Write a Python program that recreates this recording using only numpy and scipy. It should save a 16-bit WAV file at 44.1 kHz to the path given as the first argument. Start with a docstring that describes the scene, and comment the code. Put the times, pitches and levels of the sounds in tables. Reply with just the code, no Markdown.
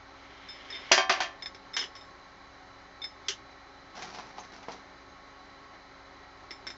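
"""A small workshop, where a gas torch hisses and a case annealer hums throughout. The annealer moves one
station on: its wheel slides round with stick-slip friction and stops with a clatter that excites the modes
of the metal deck, while the brass cases jingle in their holes, each mouth ringing like a small bell.
A hand drops in a fresh case, rummages for another and brings it up with a few clinks."""
import sys
import numpy as np
from scipy import signal
from scipy.fft import rfft, irfft
from scipy.io import wavfile

SR = 44100
rng = np.random.default_rng(int(sys.argv[2]) if len(sys.argv) > 2 else 0)


def wrap_up_sound(samples):
    """Save the sound to the file named by the first command line argument, as 16-bit audio."""
    columns = np.atleast_2d(samples).T
    # keep every value between -1 and 1, then stretch to whole-number steps
    tamed = np.clip(columns, -1, 1)
    steps = np.round(tamed * 32767).astype(np.int16)
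    wavfile.write(sys.argv[1], SR, steps)


N = 298557
TIME = np.arange(N) / SR
AGE = TIME[:SR * 4 // 5]  # time since an impact [s]
BAND_EDGE_HZ = 7550


def amp(db):
    """Amplitude ratio of a level in decibels."""
    return 10 ** (np.asarray(db) / 20)


def unit(x):
    """Normalisation to rms 1."""
    return x / np.sqrt(np.mean(x ** 2) + 1e-20)


def read(points, hz):
    """Interpolation of a table on a logarithmic frequency axis."""
    f, value = np.transpose(points)
    return np.interp(np.log(hz + 1), np.log(f + 1), value)


def tilt(hz, slope_db):
    """Spectral tilt: brightness as slope_db per octave about 2 kHz."""
    return slope_db * np.log2(np.clip(hz, 300, 8000) / 2000)


def colour(x, spectrum, slope_db=0, peaks=()):
    """Minimum-phase filtering keeps attacks sharp; white noise keeps its power, now within the band."""
    hz = abs(np.fft.fftfreq(len(x), 1 / SR))
    resonances_db = sum(db / (1 + (2 * (hz - centre) / width) ** 2) for centre, width, db in peaks)
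    gain = amp(read(spectrum, hz) + tilt(hz, slope_db) + resonances_db)
    gain = gain / np.sqrt(np.mean(gain ** 2 * (hz < BAND_EDGE_HZ)))
    response = np.exp(np.conj(signal.hilbert(np.log(gain))))
    return irfft(rfft(x) * response[:len(x) // 2 + 1], len(x))


def drift(bandwidth_hz):
    """Low-pass noise: a smooth random fluctuation of rms 1."""
    hz = np.fft.rfftfreq(N, 1 / SR)
    return unit(irfft(rfft(rng.standard_normal(N)) * np.exp(-(hz / bandwidth_hz) ** 2), N))


def fade(t60):
    """Free exponential decay, 60 dB in t60 seconds."""
    return np.exp(-np.log(1000) * AGE / max(t60, 1e-3))


def mode(hz, db, t60):
    """A struck mode is a damped sinusoid, starting at db rms."""
    return np.sqrt(2) * amp(db) * fade(t60) * np.sin(2 * np.pi * hz * AGE)


def decay_by_band(x, t60s):
    """Frequency-dependent damping: each band of x decays at its own rate."""
    hz, spectrum = np.fft.rfftfreq(len(x), 1 / SR), rfft(x)
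    centres, times = np.transpose(t60s)
    weights = [read(np.c_[centres, band], hz) for band in np.eye(len(times))]
    return sum(irfft(spectrum * weight, len(x)) * fade(t60) for weight, t60 in zip(weights, times))


def impact(spectrum, slope_db, crack_db, crack_t60, body_t60):
    """Impact noise: a sharp contact, then a crowd of damped modes."""
    envelope = amp(crack_db) * fade(crack_t60) + fade(body_t60)
    return colour(rng.standard_normal(len(AGE)) * envelope, spectrum, slope_db)


def friction(spectrum, force, slips_per_s, spread_db):
    """Stick-slip friction: many tiny slips of uneven size, scaled by the force."""
    slips = (rng.random(N) < slips_per_s / SR) * rng.choice([-1, 1], N)
    sizes = amp(spread_db * np.minimum(rng.exponential(1, N), 4))
    return colour(unit(slips * sizes), spectrum) * force


def resonant_noise(hz, width_hz):
    """A narrow resonance under random excitation, at rms 1."""
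    detuning = (np.fft.rfftfreq(N, 1 / SR) - hz) / width_hz
    return unit(irfft(rfft(rng.standard_normal(N)) / (1 + (2 * detuning) ** 2), N))


def torch():
    """Broadband jet noise with thin whistles; interference with a near echo hollows its low range."""
    # spectrum of torch and workshop air (frequency [Hz], relative density [dB])
    spectrum = [(20, -16), (45, -6), (105, 2), (150, -9), (370, 0.5), (470, -3), (800, 2.5), (1200, 1),
                (1600, -1), (2200, -1), (2600, -12), (4400, -11.5), (6000, -16.5), (7400, -28)]
    # resonances in that noise (frequency [Hz], width [Hz], lift [dB])
    resonances = [(183.3, 43, 9.6), (402, 18, 5.8), (514, 9.3, 1.9), (745, 20, 9.8), (965, 6, 2),
                  (1101, 29, 7.9), (1308, 61, 4.4), (1916, 13, 11), (2984, 78, 5.5), (4060, 290, 6.6),
                  (4800, 91, 3.5)]
    # tones of the gas jet (frequency [Hz], wander [Hz], level [dB])
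    whistles = [(3994, 7, -70.5), (6395, 16, -81)]
    flame_db, echo_s = -52.5, .00418
    gas = rng.standard_normal(N)
    dull = signal.sosfiltfilt(signal.butter(2, 2300, fs=SR, output="sos"), gas)
    gas = gas - 0.25 * np.interp(TIME - echo_s, TIME, dull)
    out = colour(gas, spectrum, peaks=resonances) * amp(flame_db + 0.3 * drift(13))
    for hz, wander_hz, db in whistles:
        cycles = np.cumsum(hz + wander_hz * drift(30)) / SR
        out += np.sqrt(2) * amp(db + 3.0 * drift(25)) * np.sin(2 * np.pi * cycles)
    return out


def machine_hum():
    """A line spectrum from motor and mains, with slight amplitude and phase modulation."""
    # steady tones (frequency [Hz], level [dB])
    tones = [(35, -71), (59.2, -67), (274.5, -65), (546, -67), (823.6, -71), (1098, -73.5)]
    out = np.zeros(N)
    for hz, db in tones:
        amplitude = np.sqrt(2) * amp(db + 0.97 * drift(2))
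        out += amplitude * np.sin(2 * np.pi * hz * TIME + hz / 600 * drift(4.1))
    return out


def wheel_slide():
    """Sliding friction of cases on the deck grows with the wheel's speed and swells where one catches."""
    # scraping spectrum (frequency [Hz], relative density [dB])
    spectrum = [(150, -22), (370, -10), (520, -12), (1500, -9), (2200, 0), (2600, -11.5), (3100, -4),
                (4200, -15), (5400, -15.5), (7300, -33.5)]
    start_s, stop_s = 0.018, .93
    catch_s, catch_half_s, catch_db = 0.751, 0.024, 6.9
    speed = np.clip((TIME - start_s) / (stop_s - start_s), 0, 1) * (TIME < stop_s)
    catch = np.exp(-((TIME - catch_s) / catch_half_s) ** 2)
    force = speed ** 0.97 * amp(-46.5 + catch_db * catch)
    return friction(spectrum, force, slips_per_s=6000, spread_db=3.5)


def case_ring(pitch, lower_db, decay_factor):
    """Modal ringing of a brass mouth: the contact point weights the modes, touching the rim damps them."""
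    # modes of a case mouth (base frequency [Hz], relative level [dB], base T60 [s])
    modes = [(2205, -12, .1), (3594, -3, .13), (3622, -13, .1), (5194, 2, .19), (5300, -13, .07),
             (7125, -23, .25)]
    return sum(mode(hz * pitch, db + lower_db * (hz < 4500), t60 * decay_factor) for hz, db, t60 in modes)


def case_clinks():
    """Impulsive excitation: a case ticks on the rim of its hole and rings, and another rings along."""
    # taps (time [s], level [dB], lift of lower modes [dB], decay time [factor], case [index])
    taps = [(.487, -46, 2.5, 1.57, 0), (.703, -40.5, -10, 0.4, 0), (.725, -56.5, 19.5, 1.54, 0),
            (.750, -50, 7, 1.54, 0), (1.423, -39.5, -0.5, 0.54, 0), (1.4587, -37, 1.5, 0.48, 0),
            (1.547, -49.5, -13, 0.33, 1), (1.734, -46.5, -3, .8, 0), (1.7394, -42, 5, 0.87, 0),
            (1.791, -33, 0.5, 0.93, 0), (1.953, -51, -3, 1.9, 1), (1.964, -51, -12, 1.3, 1),
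            (2.0104, -57, 7, 1.04, 1), (3.0173, -49, 13, 1.3, 0), (3.0408, -39, 7.5, 0.78, 0),
            (3.265, -60, 5, 0.66, 0), (6.5079, -43, -3, 0.91, 1), (6.6678, -39, -3, 0.75, 1),
            (6.7025, -45, 0, 0.87, 1)]
    # two unlike cases (pitch [factor], tick against ring [dB], other case against ring [dB])
    cases = [(1, -3, -22), (1.024, 3, -7)]
    # tick of brass on the wheel (frequency [Hz], relative density [dB])
    tick_spectrum = [(60, -35), (380, 3.5), (520, -10.5), (1200, -6), (2150, 6.5), (2600, -7), (3100, -6),
                     (3650, 0), (4400, -9), (5250, -1.5), (5800, -6), (7300, -26.5)]
    rings, ticks = np.zeros(N), np.zeros(N)
    for s, tap_db, lower_db, decay_factor, which in taps:
        pitch, tick_db, other_db = cases[which]
        other_pitch = cases[1 - which][0]
        ring = case_ring(pitch, lower_db, decay_factor)
        ring += amp(other_db) * case_ring(other_pitch, lower_db, decay_factor)
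        add(rings, s, amp(tap_db) * ring * (1 - fade(0.0068)))
        tick = impact(tick_spectrum, 0, crack_db=-7, crack_t60=0.0099, body_t60=.11)
        add(ticks, s, amp(tap_db + tick_db) * tick)
    shiver = amp(1.1 * drift(90))  # a loose case trembles as it rings
    return rings * shiver + ticks


def wheel_blows():
    """Plate vibration: the wheel hits stop and deck. Returns the dense clash and the longer modal ring."""
    # blows (time [s], level [dB], tilt [dB/octave], ring against clash [dB])
    blows = [(.9147, -20.5, -8, -20.5), (0.9175, -16, 4.5, -17.5), (.9265, -30, 0.5, -28.5),
             (.978, -23.5, -2, -10.5), (1.0954, -18, -2, -21), (1.174, -36, -4, -22),
             (1.204, -25, -1.5, -18.5)]
    # distinct modes of deck and wheel (frequency [Hz], relative level [dB], T60 [s])
    deck_modes = [(370, -8, .24), (586, -7, .26), (682, 1, .38), (759, -3, .7), (946, -5, .28),
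                  (1051, -2, .4), (1159, 0, .42), (1505, -6, .24), (1589, -1, .38), (1767, 1, .44),
                  (1945, -11, .28), (2002, -6, .22), (2054, -8, .28), (2233, 1, .28), (2396, -5, .2),
                  (2522, -1, .27), (2810, -6, .19), (3167, 1, .29), (3284, -6, .22), (3714, -11, .25),
                  (4150, -5, .3), (4649, -5, .23), (4757, -4, .19), (4863, -1, .16), (5532, -8, .17),
                  (5750, -14, .34), (5864, -3, .2), (6335, -12, .2), (6772, -8, .13)]
    # their crowd of short-lived modes (frequency [Hz], relative density [dB])
    clash_spectrum = [(60, -37), (150, -33), (250, -19), (360, -8), (460, -17), (620, 2), (1100, -1),
                      (1400, 0), (2200, -3.5), (3200, -3), (3950, -5.5), (4700, -4.5), (6000, -6),
                      (7500, -21.5)]
    # damping of that crowd (frequency [Hz], T60 [s])
    clash_t60s = [(200, 0.22), (800, 0.099), (2000, 0.25), (4000, 0.19), (7500, 0.15)]
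    rebound_s, rebound_db, rebound_tilt_db = .029, -12, 2.5
    peak_width_hz, ring_tilt_share = 65, 0.62
    # the clash is loudest at the strong modes of the deck
    peaks = [(hz, peak_width_hz, 4.5 * amp(db / 2)) for hz, db, _ in deck_modes]
    clash, ring = np.zeros(N), np.zeros(N)
    for s, blow_db, slope_db, ring_db in blows:
        rebound = (s + rebound_s, blow_db + rebound_db, slope_db + rebound_tilt_db)
        for at, clash_db, clash_slope_db in [(s, blow_db, slope_db), rebound]:
            crowd = decay_by_band(rng.standard_normal(len(AGE)), clash_t60s)
            crowd *= 1 + amp(-1.5) * fade(0.012)  # the crack of contact
            add(clash, at, amp(clash_db) * colour(crowd, clash_spectrum, clash_slope_db, peaks))
        # each blow lands on another spot and favours other modes
        signs = rng.choice([-1, 1], len(deck_modes))
        shares = signs * amp(3.5 * rng.uniform(-1.8, 1, len(deck_modes)))
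        modes = sum(share * mode(hz, db + tilt(hz, ring_tilt_share * slope_db), t60)
                    for share, (hz, db, t60) in zip(shares, deck_modes))
        add(ring, s, amp(blow_db + ring_db) * modes)
    bass_cut = signal.butter(2, 260, "high", fs=SR, output="sos")  # the ring carries little bass
    return clash, signal.sosfilt(bass_cut, ring)


def case_drops():
    """Inelastic collision: a case's solid base clacks on the deck, which thuds, and bounces to rest."""
    # landings (time [s], level [dB], tilt [dB/octave], lift of the thud [dB],
    # delay of first bounce [s], later bounce spacing [s], loss per bounce [dB])
    landings = [(1.766, -23.5, 2, 1, 0.045, 0.014, 2), (3.2841, -25, 5.5, 5, 0.022, .022, 13)]
    # clack of the base (frequency [Hz], relative density [dB])
    clack_spectrum = [(100, -41), (300, -3), (400, 4), (520, -12), (1200, -2), (2050, 3), (2550, -6),
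                      (3000, 8), (3800, -3.5), (4500, -7), (5500, -3), (6200, -5.5), (7400, -18)]
    # deck modes under the case (frequency [Hz], relative level [dB], T60 [s])
    seat_modes = [(405, -15, .2), (2815, -16, .1), (3072, -18, .1), (3190, -16, .14), (5563, -16, .12)]
    bounce_db, bounce_tilt_db, thud_below_hz = -11, -2.5, 1000
    out = np.zeros(N)
    for start, db, slope_db, thud_db, first_s, gap_s, loss_db in landings:
        bounces = [(start + first_s + k * gap_s, db + bounce_db - k * loss_db, slope_db + bounce_tilt_db)
                   for k in range(3)]
        for s, hit_db, hit_slope_db in [(start, db, slope_db)] + bounces:
            clack = impact(clack_spectrum, hit_slope_db, crack_db=-22, crack_t60=0.018, body_t60=0.11)
            add(out, s, amp(hit_db) * clack)
        ring = sum(mode(hz, mode_db + thud_db * (hz < thud_below_hz), t60)
                   for hz, mode_db, t60 in seat_modes)
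        add(out, start, amp(db - 5) * ring * (1 - fade(0.061)))
    return out


def rim_rub():
    """Friction drives one mode of a case's mouth as it slides down the rim of its hole, until it lands."""
    start_s, stop_s = 3.1, 3.284
    swell = np.sqrt(np.clip((TIME - start_s) / (stop_s - start_s), 0, 1)) * (TIME < stop_s)
    return amp(-65) * resonant_noise(hz=3600, width_hz=25) * swell


def stroke_force(start, length, db):
    """The force envelope of one hand stroke: linear attack, hold, exponential release."""
    attack_s, release_t60 = 0.0063, 0.46
    attack = np.clip((TIME - start) / attack_s, 0, 1)
    released_s = np.maximum(TIME - start - length, 0)
    return amp(db) * attack * np.exp(-np.log(1000) * released_s / release_t60)


def rummaging_hand():
    """Friction under the fingers rustles and squeaks once; damped impacts give a few dull bumps."""
    # strokes (time [s], length [s], relative level [dB])
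    strokes = [(3.95, 0.086, -43), (4.068, 0.13, -46), (4.263, 0.032, -52), (4.36, 0.094, -52.5),
               (4.516, 0.035, -48.5), (4.68, .06, -51)]
    # rustling (frequency [Hz], relative density [dB])
    rustle_spectrum = [(80, -23), (190, 2.5), (260, -4), (410, -1.5), (540, -6.5), (740, 5), (1100, -3),
                       (1600, -2.5), (2200, -6.5), (3000, -10.5), (5800, -8.5), (7400, -25.5)]
    # bumps among the things handled (time [s], relative level [dB], tilt [dB/octave])
    bumps = [(4.0218, -38, 4.5), (4.147, -42, 3), (4.187, -39, -0.5), (4.382, -38.5, -1.5),
             (4.6294, -45.5, .5), (4.684, -34, -3.5), (4.7182, -44, 5)]
    # one dull bump (frequency [Hz], relative density [dB])
    bump_spectrum = [(80, -32), (190, -4.5), (270, -12), (420, 2), (540, -6), (760, 7.5), (1100, 2.5),
                     (1600, -8), (2200, -2), (3000, -9), (5800, -10.5), (7400, -28)]
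    squeak_s, squeak_half_s = 4.402, .014
    force = np.max([stroke_force(*row) for row in strokes], axis=0)
    out = friction(rustle_spectrum, force, slips_per_s=1700, spread_db=2.0)
    for s, db, slope_db in bumps:
        bump = impact(bump_spectrum, slope_db, crack_db=-10.5, crack_t60=0.024, body_t60=0.13)
        add(out, s, amp(db) * bump)
    squeak = resonant_noise(hz=6330, width_hz=450) * np.exp(-((TIME - squeak_s) / squeak_half_s) ** 2)
    return out + amp(-49.5) * squeak


def workshop_echo(x, t60s):
    """Reverberation: convolution with sparse reflections of random sign from the bench and near walls."""
    reflections_per_s, first_s = 3000, .003
    signs = rng.choice([-1, 1], len(AGE))
    arrivals = (rng.random(len(AGE)) < reflections_per_s / SR) * (AGE > first_s)
    tail = decay_by_band(signs * arrivals, t60s)
    return signal.fftconvolve(x, tail / np.linalg.norm(tail))[:N]


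def add(mix, s, sound):
    """Superposition of a sound on the mix at s seconds."""
    part = mix[round(s * SR):][:len(sound)]
    part += sound[:len(part)]


def scene():
    """Direct sound and reverberation of the moving parts add to the steady torch and hum."""
    clash, ring = wheel_blows()
    clinks = case_clinks() + rim_rub()
    drops = case_drops()
    rubbing = wheel_slide() + rummaging_hand()
    direct = clash + ring + clinks + drops + amp(-1.5) * rubbing
    to_room = (amp(-10.5) * clash + amp(-17) * ring + amp(-13) * clinks
               + amp(-8.5) * drops + amp(-11.5) * rubbing)
    echo = workshop_echo(to_room, [(300, 0.35), (2000, 0.14), (7000, 0.15)])  # (frequency [Hz], T60 [s])
    return (direct + echo + torch() + machine_hum())[None]


def record(dry):
    """Band limiting: a narrow-band microphone channel acts as a steep low-pass filter."""
    low_pass = signal.firwin(171, BAND_EDGE_HZ, window=("kaiser", 8), fs=SR)
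    return signal.oaconvolve(dry, low_pass[None], "same")


dry = scene()
out = record(dry)
wrap_up_sound(out)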